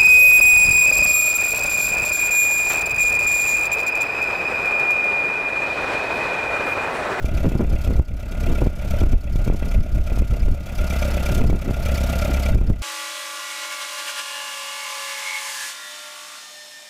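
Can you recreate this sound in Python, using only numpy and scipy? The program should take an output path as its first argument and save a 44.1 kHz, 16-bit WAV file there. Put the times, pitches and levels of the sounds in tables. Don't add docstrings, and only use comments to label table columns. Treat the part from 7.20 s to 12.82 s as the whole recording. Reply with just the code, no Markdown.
import sys
import numpy as np
from scipy import signal
from scipy.fft import rfft, irfft, next_fast_len
from scipy.io import wavfile
from scipy.ndimage import uniform_filter1d, minimum_filter1d, map_coordinates

SR = 44100
rng = np.random.default_rng(int(sys.argv[2]) if len(sys.argv) > 2 else 0)


def master_out(mix):
    frames = np.transpose(np.atleast_2d(mix))
    ceiling = np.clip(frames, -1, 1)
    pcm = np.round(ceiling * 32767).astype(np.int16)
    wavfile.write(sys.argv[1], SR, pcm)


N = 247842

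# (time [s], firing rate [firings per second])
ENGINE_SPEED = [(0.0, 33.94), (1.0, 33.91), (2.6, 33.73), (4.1, 33.5), (5.62, 33.15)]
# (thump [dB], bark [dB], hiss [dB])
CYLINDERS = [(4, 2.5, 10), (4, 6.5, 6.5), (5.5, 3.5, 6.5), (-5.5, -9, 8.5)]
# (frequency [Hz], width [Hz], relative level [dB])
STACK_RESONANCES = [(107, 65, 6), (182.3, 15.5, 12.5), (236, 18, 4), (368, 33, 1)]
# (frequency [Hz], width [Hz], relative level [dB])
BARK_RESONANCES = [(584, 72, 4), (654, 50, -7.5)]
# (frequency [Hz], width [Hz], relative level [dB])
BLOCK_RESONANCES = [(622, 106, 6.5), (1240, 154, -7), (1375, 110, -6), (1590, 25, -18), (2040, 220, -9.5),
                    (2317, 170, -11.5), (2620, 49, -25)]
# (multiple of the firing rate [ratio], relative level [dB])
GEAR_TONES = [(20.25, -5.5), (27, -14), (42.2, -4)]
# (frequency [Hz], fade time [s], cylinder 0 [dB], cylinder 1 [dB], cylinder 2 [dB], cylinder 3 [dB])
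VALVE_TONES = [(1369, 0.075, 4.5, -3, -4, -8), (1982, 0.034, 2, 7.5, 1.5, 1.5),
               (2132, 0.03, 2, 9, -12, -15), (2340, 0.026, 16.5, 3, 1, -8), (2500, 0.02, 6, 16, -14, -10),
               (2652, 0.026, 10, 3, -26, -20), (2675, 0.049, -28, 5, 3, -22),
               (3050, 0.017, -13, -13, -1, -2), (3322, 0.028, 7, 4, -15, -16),
               (3630, 0.035, 0.5, -11, -0.5, -14), (4470, 0.031, -17, -28, -46, 5),
               (5100, 0.03, -3, -41, -40, 6), (6120, 0.022, 9, -11, -25, -13)]
# (frequency [Hz], relative level per Hz [dB])
HISS_SPECTRUM = [(300, -28), (1000, 0.5), (1800, -3), (2400, 3.5), (3300, 2.5), (4200, 1), (6300, 2),
                 (8000, -1.5), (9200, -7), (10200, -2), (12500, -3), (14000, -1.5), (15700, -15.5)]
# (share of the firing after the valve opens [0 to 1], relative level [dB])
HISS_PUFF = [(0, -12), (.025, -5), (.16, -2), (.3, 3), (.5, -3), (.75, -8), (1, -14)]
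# (time [s], rumble level [dB], flutter level [dB])
BREEZE = [(0.0, -15, -27), (0.9, -15, -32), (1.2, -16, -24.5), (1.75, -14.5, -28), (2.05, -12, -27.5),
          (3.3, -14, -28), (3.5, -22, -34), (3.9, -26.5, -33), (4.35, -17, -31.5), (4.8, -25.5, -34.5),
          (5.25, -27, -34), (5.62, -9.5, -36)]
# (start [s], length [s], rumble level [dB], flutter level [dB])
GUSTS = [(0.139, 0.046, -11.5, -24), (0.249, 0.027, -11, -9.5), (0.31, 0.13, -13.5, -12),
         (0.456, 0.097, -5.5, -22), (0.681, 0.11, -12, -18), (0.79, 0.025, -0.5, -11.5),
         (0.888, 0.075, -6, -19.5), (1.27, .06, -9.5, -19), (1.42, .05, -9, -17), (1.82, .1, -8, -17),
         (1.933, 0.035, 1, -14.5), (2.053, 0.18, -6.5, -28.5), (2.276, 0.073, -8, -17.5),
         (2.565, .05, 0.5, -24), (2.726, 0.087, -3.5, -21), (3.003, 0.019, -0.5, -18.5),
         (3.109, 0.023, -2.5, -20), (3.22, .11, -2.5, -23.5), (3.588, 0.033, -11.5, -26.5),
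         (4.14, 0.07, -18, -23), (4.209, 0.14, -6, -15.5), (4.448, 0.059, -18, -17.5),
         (5.088, 0.032, -23, -25), (5.312, .04, -11.5, -31), (5.353, 0.096, -2.5, -16),
         (5.486, 0.037, 2, -10)]
# (frequency [Hz], relative level per Hz [dB])
RUMBLE_SPECTRUM = [(5, -6.5), (15, -1.5), (28, 1), (45, -1.5), (70, -8), (120, -17), (200, -26),
                   (400, -42.5), (1000, -78.5)]
# (frequency [Hz], relative level per Hz [dB])
FLUTTER_SPECTRUM = [(30, 6), (90, 3), (170, 7), (300, 3.5), (500, -2.5), (800, -16), (1300, -26.5),
                    (2500, -30), (6000, -65)]
# (time [s], slap peak [dB], deep thud peak [dB])
SLAPS = [(0.044, -6, -4), (0.255, -4.5, 4), (0.319, -2.5, -9), (0.353, 0, -4), (0.418, -3, -20),
         (0.676, -17, -0.5), (0.757, -6.5, -4), (0.797, 0, 12.5), (1.419, -2, -0.5), (1.462, -5, -9),
         (1.47, -2, 6.5), (1.797, -16, -11), (1.84, -11, 1), (1.868, -6, 3), (1.95, -22, 6), (2.157, -5, 1),
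         (2.278, 0.5, -4), (2.3, 0.5, 2), (2.425, -6, -11), (2.772, -14, 0), (2.92, -7, -0.5),
         (2.975, -8, -7), (3.022, -4, -12), (3.283, -4.5, -4), (4.243, -12, -1), (4.299, -0.5, -14),
         (4.329, -3, -6), (4.509, -5.5, -10.5), (5.356, -5, 2), (5.413, -2, 3), (5.502, 4.5, 5)]

FIRST_FIRING, SKIP_S, SKIP_FIRINGS = 3, 1.78, .77
BODY_DB, TICKS_DB, HISS_DB = -36.5, -39.5, -40
HUM_WAVER_CYCLES, HUM_WAVER_DB = .05, 1.5
PANEL_ECHO = .06
GUST_RISE_S, GUST_FALL_S = .03, 0.037
SLAP_LIFE_S, THUD_LIFE_S = 0.00047, 0.0027
CEILING_DB, DUCK_SHARE, START_GAIN_DB = -8.5, 0.92, -10
ATTACK_S, HOLD_S, RECOVERY_DB_PER_S = 0.0016, 0.069, 37.5
TOP_HZ = 15800


def amp(db):
    return 10 ** (np.asarray(db) / 20)


def unit(x):
    return x / np.sqrt(np.mean(x ** 2) + 1e-20)


def curves(rows):
    s, *columns = np.transpose(rows)
    return [np.interp(np.arange(N) / SR, s, column) for column in columns]


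def wobble(rate):
    points = rng.standard_normal(int(N * rate / SR) + 4)
    return map_coordinates(points, [np.arange(N) * rate / SR])


def filtered(x, response):
    length = next_fast_len(N + SR // 2)
    hz = np.fft.rfftfreq(length, 1 / SR)
    return irfft(rfft(x, length) * response(hz), length)[:N]


def noise(spectrum):
    f, db = np.transpose(spectrum)

    def colour(hz):
        return amp(np.interp(np.log(hz + 1), np.log(f), db))

    return unit(filtered(rng.standard_normal(N), colour))


def resonate(x, modes):
    def response(f):
        return sum(amp(db) * 1j * f * width / (centre * centre - f * f + 1j * f * width)
                   for centre, width, db in modes)

    return unit(filtered(x, response))


def scatter(starts, shapes):
    at = np.maximum(starts, 0).astype(int)[:, None] + np.arange(shapes.shape[1])
    return np.bincount(at.ravel(), shapes.ravel(), N)[:N]


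def strokes(firing, offset, jitter):
    k = np.arange(int(firing[0]), int(firing[-1]))
    moment = k + offset + jitter * rng.standard_normal(len(k))
    return np.interp(moment, firing, np.arange(N)), k % len(CYLINDERS)


def exhaust(firing):
    thump_db, bark_db, _ = np.transpose(CYLINDERS)
    at, cylinder = strokes(firing, offset=.87, jitter=0.0071)

    def sizes(db):
        return amp(db[cylinder] + rng.standard_normal(len(at)))[:, None]

    thump = resonate(scatter(at, -sizes(thump_db)), STACK_RESONANCES)
    thump = unit(filtered(thump, lambda f: 1 / (1 + 1j * f / 330) ** 4))

    swirl = np.hanning(SR // 60) * rng.standard_normal((len(at), SR // 60))
    pulses = unit(scatter(at, -sizes(bark_db)))
    turbulence = unit(scatter(at - SR / 200, sizes(bark_db) * swirl))
    bark = resonate(pulses + amp(2.0) * turbulence, BARK_RESONANCES)
    bark = resonate(bark, [(600, 220, 0)])

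    double_gain = amp(13.0 + HUM_WAVER_DB * wobble(20))
    double_cycles = 2 * firing - .2 + HUM_WAVER_CYCLES * wobble(13)
    hum = double_gain * np.cos(2 * np.pi * double_cycles)
    hum = hum + amp(6.5) * np.cos(2 * np.pi * (firing + 0.33))
    return amp(7.5) * thump + amp(2.0) * bark + np.sqrt(2) * hum


def block(firing):
    shake = amp(0.5 * np.cos(2 * np.pi * (firing - .2)) + 2.06 * wobble(120))
    ring = resonate(shake * rng.standard_normal(N), BLOCK_RESONANCES)

    def middle_band(f):
        return 1 / (1 + (f / 4000) ** 4) * f ** 4 / (f ** 4 + 450 ** 4)

    return amp(2.5) * unit(filtered(ring, middle_band))


def whine(firing):
    total = 0
    for multiple, db in GEAR_TONES:
        gain = amp(db + 1.86 * wobble(30))
        cycles = multiple * firing + 0.17 * wobble(35)
        total = total + gain * np.sin(2 * np.pi * cycles)
    return total


def valves(firing):
    t = np.arange(SR // 20) / SR
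    at, cylinder = strokes(firing, offset=.94, jitter=0.03444)
    force_db = 3.5 * np.clip(rng.standard_normal((len(at), 1)), -2, 1)
    taps = 0
    for hz, fade_s, *cylinder_db in VALVE_TONES:
        size, detune, phase, lag = rng.standard_normal((len(at), 4)).T[:, :, None]
        tone = np.sin(2 * np.pi * (hz * (1 + 0.012 * detune) * t + phase))
        onset = (1 - np.exp(-t / 0.0026)) ** 3
        level_db = np.array(cylinder_db)[cylinder, None] + force_db + 2.4 * size - 60 * t / fade_s
        start = at + 0.000997 * SR * lag[:, 0]
        taps = taps + scatter(start, amp(level_db) * tone * onset)
    return unit(taps)


def hiss(firing):
    since = firing + 0.36
    stroke = since.astype(int)
    cylinder_db = np.transpose(CYLINDERS)[2][(stroke - 1) % len(CYLINDERS)]
    size_db = cylinder_db + 1.5 * rng.standard_normal(stroke.max() + 1)[stroke]
    puff_db = np.interp(since % 1, *np.transpose(HISS_PUFF))
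    gate = amp(puff_db + size_db + 1.5 * wobble(400))
    return gate * noise(HISS_SPECTRUM)


def panels(x, count=24):
    delay_s = rng.uniform(0.00067, .008, count)
    strengths = PANEL_ECHO * rng.choice([-1, 1], count)
    echoes = np.bincount((delay_s * SR).astype(int), strengths)
    echoes[0] += 1
    return unit(signal.fftconvolve(x, echoes)[:N])


def gusts():
    t = np.arange(N) / SR
    rumble_db, flutter_db = curves(BREEZE)
    for start, length, gust_rumble_db, gust_flutter_db in GUSTS:
        before = (start - t) / GUST_RISE_S
        after = (t - start - length) / GUST_FALL_S
        shape_db = -20 * np.maximum(np.maximum(before, after), 0)
        rumble_db = np.maximum(rumble_db, gust_rumble_db + shape_db)
        flutter_db = np.maximum(flutter_db, gust_flutter_db + shape_db)
    return amp(rumble_db), amp(flutter_db)


def eddies(s, db, life):
    u = np.arange(SR // 40) / SR / life[:, None]
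    push = u ** 2 * (1 - u / 4) * np.exp(-u)
    heights = rng.choice([-1, 1], len(s)) * amp(db)
    return scatter(s * SR, heights[:, None] * push / push.max())


def wind(count=800):
    rumble_gain, flutter_gain = gusts()
    rumble = noise(RUMBLE_SPECTRUM)
    rumble /= uniform_filter1d(np.abs(signal.hilbert(rumble)), size=SR // 40) + 0.018

    place, size, life = rng.standard_normal((count, 3)).T
    times = (np.arange(count) + 0.406 * place) * N / SR / count
    small = eddies(times, 1.93 * size, 0.00071 * np.exp(0.19 * life))
    flutter = unit(small) + amp(-5.5) * noise(FLUTTER_SPECTRUM)
    flutter = unit(amp(3.67 * wobble(45)) * flutter)

    s, slap_db, thud_db = np.transpose(SLAPS)
    slaps = eddies(s, slap_db, np.full(len(s), SLAP_LIFE_S))
    thuds = eddies(s, thud_db, np.full(len(s), THUD_LIFE_S))
    return rumble_gain * unit(rumble) + flutter_gain * flutter + slaps + thuds


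def gain_control(x):
    hold = max(int(HOLD_S * SR), 1)
    level_db = 20 * np.log10(np.abs(x) + 1e-9)
    needed_db = DUCK_SHARE * np.minimum(CEILING_DB - level_db, 0)
    held_db = minimum_filter1d(needed_db, size=hold, origin=(hold - 1) // 2)
    climb_db = RECOVERY_DB_PER_S * np.arange(N) / SR
    gain_db = np.minimum(np.minimum.accumulate(held_db - climb_db), START_GAIN_DB) + climb_db
    lag = np.exp(-1 / (ATTACK_S * SR))
    smooth_db = gain_db[0] + signal.lfilter([1 - lag], [1, -lag], gain_db - gain_db[0])
    return x * amp(smooth_db)


def scene():
    firing = FIRST_FIRING + np.cumsum(curves(ENGINE_SPEED)[0]) / SR
    skip = np.clip((np.arange(N) / SR - SKIP_S) / .02, 0, 1)
    firing = firing + SKIP_FIRINGS * skip
    body = amp(BODY_DB) * (exhaust(firing) + block(firing) + whine(firing))
    ticks = amp(TICKS_DB) * valves(firing)
    gas = amp(HISS_DB) * panels(hiss(firing))
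    return (body + ticks + gas + wind())[None]


def record(dry):
    top, hardness = .43, 6
    ridden = gain_control(dry[0])
    rounded = ridden / (1 + np.abs(ridden / top) ** hardness) ** (1 / hardness)
    return filtered(rounded, lambda hz: hz < TOP_HZ)[None]


dry = scene()
out = record(dry)
master_out(out)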